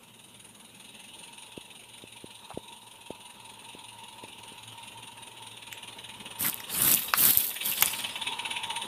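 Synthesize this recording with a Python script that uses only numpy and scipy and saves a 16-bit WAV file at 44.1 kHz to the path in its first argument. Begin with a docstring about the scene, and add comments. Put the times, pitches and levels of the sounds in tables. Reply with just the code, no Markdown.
"""Quick steam chuffs come first, with a soft tunnel boom, as a small live-steam locomotive nears the camera.
Noise puffs at four angles of each wheel turn make the exhaust; a sizzle, a hollow flue hoot (resonant
noise) and rumbling wheels join it. Dull bumps of the hand are short swings; clacks are damped noise bursts.
Later, stiff cloth rubs and crackles by the microphone: noise and random slips shaped by strokes, and ticks.
Behind it all lie soft outdoor air and a wavering low drone, both of filtered noise."""
import sys
import numpy as np
from scipy import signal
from scipy.fft import rfft, irfft
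from scipy.io import wavfile
from scipy.ndimage import uniform_filter1d

SR = 44100
rng = np.random.default_rng(int(sys.argv[2]) if len(sys.argv) > 2 else 0)


def put_to_file(sound):
    """Save the sound as 16-bit audio at rate SR, in the file named by the first command-line argument."""
    columns = np.atleast_2d(sound).T  # one column per channel
    safe = np.clip(columns, -1, 1)
    whole_steps = np.round(safe * 32767)
    wavfile.write(sys.argv[1], SR, whole_steps.astype(np.int16))


N = 391166
TIME = np.arange(N) / SR  # seconds

# Every colour table is a relative spectrum: the noise it shapes is levelled afterwards.


def gain_of(db):
    """Turns decibels into a linear gain."""
    return 10 ** (np.asarray(db) / 20)


def evened(x):
    """Scales a sound to an rms of 1."""
    return x / np.sqrt(np.mean(x ** 2) + 1e-20)


def peaked(x):
    """Scales a sound to a peak of 1."""
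    return x / abs(x).max()


def curve(rows):
    """Draws a two-column table as straight lines over the whole scene."""
    times, values = np.transpose(rows)
    return np.interp(TIME, times, values)


def add(mix, start_s, sound):
    """Mixes a sound in at its start time, cutting what runs past the end."""
    part = mix[max(round(start_s * SR), 0):][:len(sound)]
    part += sound[:len(part)]


def coloured(x, points, size=4096):
    """Gives a sound the spectrum of a table through a minimum-phase filter."""
    table_hz, table_db = np.transpose(points)
    hz = abs(np.fft.fftfreq(size, 1 / SR))
    db = np.interp(np.log(hz + 1), np.log(table_hz + 1), table_db)
    # the Hilbert transform of the log gain supplies the phase of a causal filter
    spectrum = np.exp(np.conj(signal.hilbert(np.log(gain_of(db)))))
    taps = np.fft.ifft(spectrum).real[:size // 2]
    return signal.oaconvolve(x, taps)[:len(x)]


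def noise(points):
    """Makes steady noise of rms 1 with the spectrum of a table."""
    return evened(coloured(rng.standard_normal(N), points))


def resonate(x, hz, width_hz):
    """Rings a steep resonance: two equal band-passes in a row, each of the given width."""
    b, a = signal.iirpeak(hz, hz / min(width_hz, SR / 4), SR)
    once = signal.lfilter(b, a, x)
    return signal.lfilter(b, a, once)


def wander(rate_hz):
    """Draws a random curve of rms 1 that moves no faster than the rate."""
    hz = np.fft.rfftfreq(N, 1 / SR)
    spectrum = rfft(rng.standard_normal(N))
    return evened(irfft(spectrum * (hz < rate_hz), N))


def patchy(x, depth_db, patch_hz, patch_s):
    """Turbulence shifts the colour at random, in patches of frequency and time; depth is rms."""
    z = signal.stft(x, nperseg=512, noverlap=384)[2]
    field = rng.standard_normal(z.shape[::-1])  # frames by frequency bins
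    field = uniform_filter1d(field, max(1, round(patch_s * SR / 128)), axis=0)
    field = uniform_filter1d(field, max(1, round(patch_hz * 512 / SR)), axis=1)
    shifted = z * gain_of(depth_db * evened(field).T)
    return evened(signal.istft(shifted, nperseg=512, noverlap=384)[1][:N])


def burst(decay_s):
    """Makes a 50 ms burst of noise that dies away exponentially."""
    t = np.arange(SR // 20) / SR
    return rng.standard_normal(len(t)) * np.exp(-t / decay_s)


# speed of the driving wheels: time_s, speed_turns_per_s
WHEEL_SPEED = [(0.0, 4.7636), (1.8, 5.4432), (2.7, 5.3313), (3.0, 5.1855), (4.2, 5.0443), (5.4, 5.065),
               (6.0, 4.6606), (6.9, 4.4667), (7.2, 4.7441), (7.8, 4.6827), (8.87, 3.769)]
# four exhaust beats of one wheel turn, uneven as the valves are set: share_of_turn, relative_level_db
VALVE_BEATS = [(0.124, 1.2), (0.346, -3), (0.631, 0), (.893, 1.05)]
# strength of the exhaust at the camera, before beat and blast trims: time_s, level_db
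EXHAUST_LEVEL = [(0, -55), (.6, -54), (1.0, -47), (1.45, -47.5), (1.65, -50.5), (2.15, -49.5), (2.95, -51),
                 (3.8, -48), (4.8, -46), (5.2, -47.5), (5.8, -42.5), (6.6, -41), (6.95, -35.5), (7.45, -38),
                 (7.9, -31), (8.2, -33), (8.5, -31), (8.87, -31.5)]


def chuffs(scatter_db=0.4):
    """The valves open at four fixed angles of every wheel turn: rows of start_s, level_db."""
    turns = np.cumsum(curve(WHEEL_SPEED)) / SR
    share, beat_db = np.transpose(VALVE_BEATS)
    whole_turns = np.arange(int(turns[-1]) + 1)
    angles = (whole_turns[:, None] + share).ravel()  # in turns
    times = np.interp(angles, turns, TIME)
    db = np.interp(times, TIME, curve(EXHAUST_LEVEL))
    db = db + np.resize(beat_db, len(times)) + scatter_db * rng.standard_normal(len(times))
    return np.column_stack([times, db])[angles < turns[-1]]


def puffs(beats, rise_s, decay_s, leak, average_s=0.298):
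    """Each valve opening swells and dies away over a steady leak: steam flow and its running rms."""
    t = np.arange(SR // 10) / SR
    puff = peaked((1 - np.exp(-(t / rise_s) ** 3)) * np.exp(-t / decay_s))
    flow = np.zeros(N)
    for start_s, level_db in beats:
        add(flow, start_s, gain_of(level_db) * puff)
    running_rms = np.sqrt(uniform_filter1d(flow ** 2, int(average_s * SR)) + 1e-12)
    return np.hypot(flow, leak * running_rms), running_rms


# colour of the blast, far off and close by: pitch_hz, relative_level_db_per_hz
BLAST_FAR = [(300, -37.5), (800, -7.5), (1100, -16.5), (1600, -17), (2200, -10.5), (2500, -2), (2780, 2.5),
             (3250, -2), (3820, 1), (4150, -8.5), (4600, -22), (6000, -20), (9000, -31)]
BLAST_NEAR = [(300, -24), (800, -13.5), (1150, -8), (1400, -14), (1800, -4), (2150, -5.5), (2500, 4),
              (3100, 4.5), (3800, 4), (4150, -12.5), (4600, -35), (6000, -19.5), (9000, -41)]
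# how close the engine is: time_s, nearness (0 far, 1 close)
NEARNESS = [(0, 0.061), (4.5, 0.031), (6, 0.65), (7.5, 0.802), (8.87, 0.76)]
# colour of the steam sizzling in the nozzle: pitch_hz, relative_level_db_per_hz
SIZZLE_COLOUR = [(3000, -28), (4600, -17), (5700, -21.5), (6700, -4.5), (7400, -18.5), (8200, -19),
                 (8700, -7), (9100, 6.5), (9600, 0), (10300, -6), (11200, -10.5), (12800, -33),
                 (15500, -43)]
# strength of the sizzle, before its trim: time_s, level_db
SIZZLE_LEVEL = [(0, -62.5), (.5, -57.5), (1.3, -54.5), (1.8, -57.5), (5.3, -56), (6.3, -55.5), (7.5, -48),
                (8.2, -50.5), (8.87, -45.5)]


def exhaust(beats, blast_trim_db=1.16, sizzle_trim_db=0.53, spit_db=0.7):
    """Puffs of turbulent steam sound the chimney; its lower resonances fill in close by."""
    near = np.clip(curve(NEARNESS), 0, 1)
    colour = np.sqrt(1 - near) * noise(BLAST_FAR) + np.sqrt(near) * noise(BLAST_NEAR)
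    colour = patchy(colour, depth_db=2.5, patch_hz=330, patch_s=0.06)
    spit = evened(gain_of(spit_db * wander(450)))  # droplets in the wet steam roughen the flow

    far_flow, _ = puffs(beats, rise_s=0.0077, decay_s=0.015, leak=0.72)
    near_flow, _ = puffs(beats, rise_s=0.0095, decay_s=0.013, leak=0.42)
    flow = (1 - near) * far_flow + near * near_flow
    blast = colour * flow * gain_of(blast_trim_db)

    jet, jet_rms = puffs(beats, rise_s=0.0069, decay_s=0.02, leak=0.36)
    pulse = jet / jet_rms  # keeps the beat; the sizzle has its own level curve
    hiss = patchy(noise(SIZZLE_COLOUR), depth_db=2.5, patch_hz=420, patch_s=0.098)
    sizzle = hiss * pulse * gain_of(curve(SIZZLE_LEVEL) + sizzle_trim_db)
    return (blast + sizzle) * spit


# strength of the flue's hoot, before its trim: time_s, level_db
FLUE_LEVEL = [(0, -65), (.8, -67), (1.35, -57.5), (1.9, -61), (2.7, -54.5), (4.2, -53.5), (6.3, -53),
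              (7.5, -57), (8.3, -41.5), (8.87, -40.5)]


def flue(beats, hz=924.7, width_hz=111, trim_db=-0.77, flutter_db=2.0, flutter_hz=9):
    """The draught through the fire, tugged by each beat, excites one hollow, fluttering resonance."""
    hoot = evened(resonate(rng.standard_normal(N), hz, width_hz))
    draught, draught_rms = puffs(beats, rise_s=0.0062, decay_s=0.022, leak=2.3)
    flutter = evened(draught / draught_rms * gain_of(flutter_db * wander(flutter_hz)))
    return hoot * flutter * gain_of(curve(FLUE_LEVEL) + trim_db)


# colour of the wheels on the rails: pitch_hz, relative_level_db_per_hz
ROLLING_COLOUR = [(130, -11), (215, 0.5), (290, -7.5), (420, -5.5), (560, -6), (700, -11.5), (1300, -10.5),
                  (2500, -20.5), (6000, -27)]
# strength of the rolling, before its lumpiness: time_s, level_db
ROLLING_LEVEL = [(0, -61.5), (3, -62), (5, -56), (5.8, -58), (6.3, -52.5), (7.5, -52), (8.87, -50)]


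def rolling(lumpy_db=2.5):
    """Small wheels rumble over uneven rails: coloured noise with a randomly lumpy level."""
    rumble = patchy(noise(ROLLING_COLOUR), depth_db=2.0, patch_hz=260, patch_s=0.11)
    return rumble * gain_of(curve(ROLLING_LEVEL) + lumpy_db * wander(25))


# low boom while the train leaves the tunnel: time_s, level_db
TUNNEL_LEVEL = [(0, -63.5), (.7, -62.5), (1.3, -63), (1.7, -78), (3, -98)]


def tunnel(hz=200, width_hz=110):
    """The tunnel mouth booms softly until the train is out: resonant noise that fades."""
    boom = evened(resonate(rng.standard_normal(N), hz, width_hz))
    return boom * gain_of(curve(TUNNEL_LEVEL))


def echoes(x, ground=0.041, wall=0.21):
    """Track bed and two stone walls reflect the exhaust; the extra paths change as it nears."""
    near = curve(NEARNESS)
    # far_delay_s, near_delay_s, strength
    paths = [(0.0011, 0.0035, ground), (0.0035, 0.0024, wall), (0.0072, 0.0058, 1.06 * wall)]
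    out = x.copy()
    for far_s, near_s, strength in paths:
        delay_s = far_s + (near_s - far_s) * near
        out += strength * np.interp((TIME - delay_s) * SR, np.arange(N), x)
    return out / np.sqrt(1 + ground ** 2 + 2.0 * wall ** 2)


# strokes of cloth by the microphone, levels before the cloth's trims:
# start_s, rise_s, hold_s, fizz_db, scrape_db, rumble_db, settling_db (relative to full pressure)
STROKES = [(6.383, .035, 0.074, -29.5, -40.5, -42, -14.5), (6.675, 0.19, 0.076, -24, -34, -36.5, -3.5),
           (7.14, 0.085, 0.083, -20.5, -34.5, -38.5, -6.5), (7.339, 0.052, 0.058, -30, -45, -65, -4.5),
           (7.622, 0.049, 0.023, -31, -37.5, -51, -0.5), (7.758, 0.064, 0.058, -37, -34, -48, 0.5)]


def strokes(press_power=1.23, release_s=0.014, settle_db_per_s=106,
            scrape_follow=0.43, rumble_settle_db=-9):
    """Strokes press, hold and let go, then the cloth settles: gains of fizz, scrape and rumble."""
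    fizz, scrape, rumble = np.zeros((3, N))
    for start, rise_s, hold_s, fizz_db, scrape_db, rumble_db, settle_db in STROKES:
        press = np.clip((TIME - start) / rise_s, 0, 1) ** press_power
        after_s = np.maximum(TIME - start - rise_s - hold_s, 0)
        release = np.exp(-after_s / release_s)
        settle = gain_of(settle_db - settle_db_per_s * after_s)
        rub = press * np.maximum(release, settle)
        weight = press * np.maximum(release, settle * gain_of(rumble_settle_db))
        fizz = np.hypot(fizz, gain_of(fizz_db) * rub)
        scrape = np.hypot(scrape, gain_of(scrape_db) * weight ** scrape_follow)
        rumble = np.hypot(rumble, gain_of(rumble_db) * weight)
    return fizz, scrape, rumble


# how taut the cloth is: time_s, tautness (0 slack, 1 taut)
TAUTNESS = [(6.4, 0.58), (6.8, 0.3), (6.95, 0.86), (7.2, 0.7), (7.45, 1), (7.7, 1), (7.9, 0.45),
            (8.1, 0.27)]
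# colours of slack cloth, taut cloth, scraping and the shaken camera: pitch_hz, relative_level_db_per_hz
FIZZ_SLACK = [(300, -46), (1000, -3.5), (3500, -10), (6000, -25), (7300, -14), (8300, -2.5), (9500, 1.5),
              (10700, -6), (11800, 5.5), (13000, -12.5), (15300, -3.5)]
FIZZ_TAUT = [(300, -38), (1000, -24), (3500, -9), (6000, -14), (7300, -18), (8200, -8), (9500, -16),
             (10500, -6), (11800, 3.5), (13000, -0.5), (15300, -3)]
SCRAPE_COLOUR = [(150, -23), (300, -12.5), (700, -1), (1400, -2.5), (2500, -7), (4500, 3.5), (6500, -4.5),
                 (10000, 7), (15000, -26)]
RUMBLE_COLOUR = [(20, -31), (50, -13), (110, 0.5), (190, 2.5), (290, -2), (400, -8.5), (700, -11),
                 (2000, -34)]
# colour of snapping creases, and of the clacks' bright edge: pitch_hz, relative_level_db_per_hz
SNAP_COLOUR = [(500, -12.5), (2500, -34), (6000, -7.5), (8300, 1.5), (10500, -9), (12300, 7.5),
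               (15500, -4.5)]


def cloth(fizz_trim_db=2.5, scrape_trim_db=-0.1, rumble_trim_db=0.0, slips_per_s=5000, flutter_db=1.2,
          crackle_trim_db=-14, crackle_follow=0.73, crackles_per_s=90):
    """Thousands of fibres slip each second; rubbing also scrapes, crackles and shakes the camera."""
    force, scraping, shaking = strokes()
    flutter = gain_of(flutter_db * wander(72))

    sizes = rng.standard_normal(N)
    slips = evened(sizes * (rng.random(N) < slips_per_s / SR))
    slips = slips + 0.6 * rng.standard_normal(N)  # a smooth hiss between the slips
    taut = np.clip(curve(TAUTNESS), 0, 1)
    slack_fibres = evened(coloured(slips, FIZZ_SLACK))
    taut_fibres = evened(coloured(slips, FIZZ_TAUT))
    fibres = (1 - taut) * slack_fibres + taut * taut_fibres
    fizz = patchy(fibres, depth_db=2.0, patch_hz=600, patch_s=0.03) * force * gain_of(fizz_trim_db)

    scrape = patchy(noise(SCRAPE_COLOUR), depth_db=4.0, patch_hz=450, patch_s=0.042)
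    scrape = scrape * scraping * gain_of(scrape_trim_db)

    creases = rng.standard_normal(N) * (rng.random(N) < crackles_per_s / SR)
    crackle = evened(coloured(creases, SNAP_COLOUR))
    crackle = crackle * force ** crackle_follow * gain_of(crackle_trim_db)

    rumble = noise(RUMBLE_COLOUR) * shaking * gain_of(rumble_trim_db)
    return flutter * (fizz + scrape + crackle) + rumble


# the loudest creases of the cloth snapping: start_s, peak_db, centre_hz
SNAPS = [(6.408, -16, 11900), (6.5434, -13, 13000), (6.728, -21, 11400), (6.8199, -6.5, 11000),
         (6.9401, -4, 7900), (6.9474, -6, 11600), (7.3009, -21, 11700), (7.3735, -1, 12900),
         (7.3878, -12, 12400), (7.8115, -10, 8950), (7.859, -10, 9100)]


def snaps(decay_s=0.00069, width_hz=5200):
    """Creases buckle with a dry, bright tick: a tiny noise burst through a broad resonance."""
    out = np.zeros(N)
    for start_s, peak_db, hz in SNAPS:
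        tick = peaked(resonate(burst(decay_s), hz, width_hz))
        add(out, start_s, gain_of(peak_db) * tick)
    return out


# hard little clacks and scuffs:
# start_s, peak_db, centre_hz, decay_s, bright_edge_db (relative to the body)
CLACKS = [(2.5041, -30, 680, 0.0023, -40), (2.512, -32.5, 706, 0.0027, -40),
          (2.519, -38.5, 1030, 0.012, -45), (5.7272, -22, 2540, 0.00065, -4),
          (6.443, -22.5, 1720, 0.038, -34), (6.603, -23, 1800, 0.0014, 2), (7.137, -6, 1395, 0.00086, -6.5),
          (7.824, -3, 2400, 0.0031, 9.5), (7.824, -17.5, 820, 0.0009, -18), (7.829, -18, 2200, 0.0012, 3)]


def clacks(breadth=0.87, upper_ratio=3.04, upper_db=-7, upper_width_hz=1100, tail_db=-23, tail_s=0.018):
    """Hard parts knock: two damped modes, a bright edge and a short scatter from stones nearby."""
    out = np.zeros(N)
    for start_s, peak_db, hz, decay_s, edge_db in CLACKS:
        blow = burst(decay_s) + gain_of(tail_db) * burst(tail_s)
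        body = peaked(resonate(blow, hz, breadth * hz))
        upper = peaked(resonate(blow, min(upper_ratio * hz, SR / 3), upper_width_hz))
        edge = peaked(coloured(blow, SNAP_COLOUR))
        # the brighter the edge, the stronger the upper mode
        upper_gain = gain_of(upper_db + edge_db / 4)
        clack = peaked(body + upper_gain * upper + gain_of(edge_db) * edge)
        add(out, start_s, gain_of(peak_db) * clack)
    return out


# dull bumps of the hand on the camera: middle_s, peak_db, centre_hz
BUMPS = [(1.578, -26.5, 310), (2.04, -33, 328), (2.2438, -29.5, 293), (2.545, -37.5, 104),
         (2.5756, -19.5, 386), (3.1063, -22.5, 410), (3.7508, -33.5, 322), (4.2394, -30.5, 417),
         (4.521, -39.5, 300), (7.3729, -34, 90), (7.3745, -36, 450)]


def bumps(cycles=0.37):
    """The camera case is pushed and springs back: a sine under a bell too short to ring."""
    out = np.zeros(N)
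    t = np.arange(-SR // 50, SR // 50) / SR
    b, a = signal.butter(1, 80, "high", fs=SR)
    for middle_s, peak_db, hz in BUMPS:
        bell = np.exp(-(hz * t / cycles) ** 2)
        push = np.sin(2 * np.pi * hz * t + np.pi / 4) * bell
        bump = peaked(signal.lfilter(b, a, push))
        add(out, middle_s + t[0], gain_of(peak_db) * bump)
    return out


# colour of the outdoor air: pitch_hz, relative_level_db_per_hz
AIR_COLOUR = [(20, -34), (50, -2), (90, -3), (200, 0.5), (500, -3), (1500, -17), (5000, -22), (11000, -7.5),
              (15500, -17.5)]
# strength of the low drone: time_s, level_db
HUM_LEVEL = [(0, -65.5), (1.5, -69), (3.5, -67.5), (4.3, -64), (5.1, -57.5), (5.7, -62), (6.4, -65.5),
             (8.87, -63.5)]


def outdoors(air_db=-62.5, hum_hz=113, hum_width_hz=12):
    """Steady noise makes the soft air; a narrow resonance of noise makes the wavering drone."""
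    air = gain_of(air_db) * noise(AIR_COLOUR)
    hum = evened(resonate(rng.standard_normal(N), hum_hz, hum_width_hz))
    return air + hum * gain_of(curve(HUM_LEVEL))


def scene():
    """Mixes the engine on its track, the noises at the camera and the garden, as one channel."""
    beats = chuffs()
    engine = echoes(exhaust(beats)) + flue(beats) + rolling() + tunnel()
    at_camera = cloth() + snaps() + clacks() + bumps()
    return (engine + at_camera + outdoors())[None]


def record(dry, low_cut_hz=42, edge_hz=15500):
    """Applies the microphone's bass cut and the recorder's upper band limit."""
    thin = signal.lfilter(*signal.butter(2, low_cut_hz, "high", fs=SR), dry)
    band_limit = signal.firwin(511, edge_hz, window=("kaiser", 9), fs=SR)
    return signal.oaconvolve(thin, band_limit[None], "same")


dry = scene()
out = record(dry)
put_to_file(out)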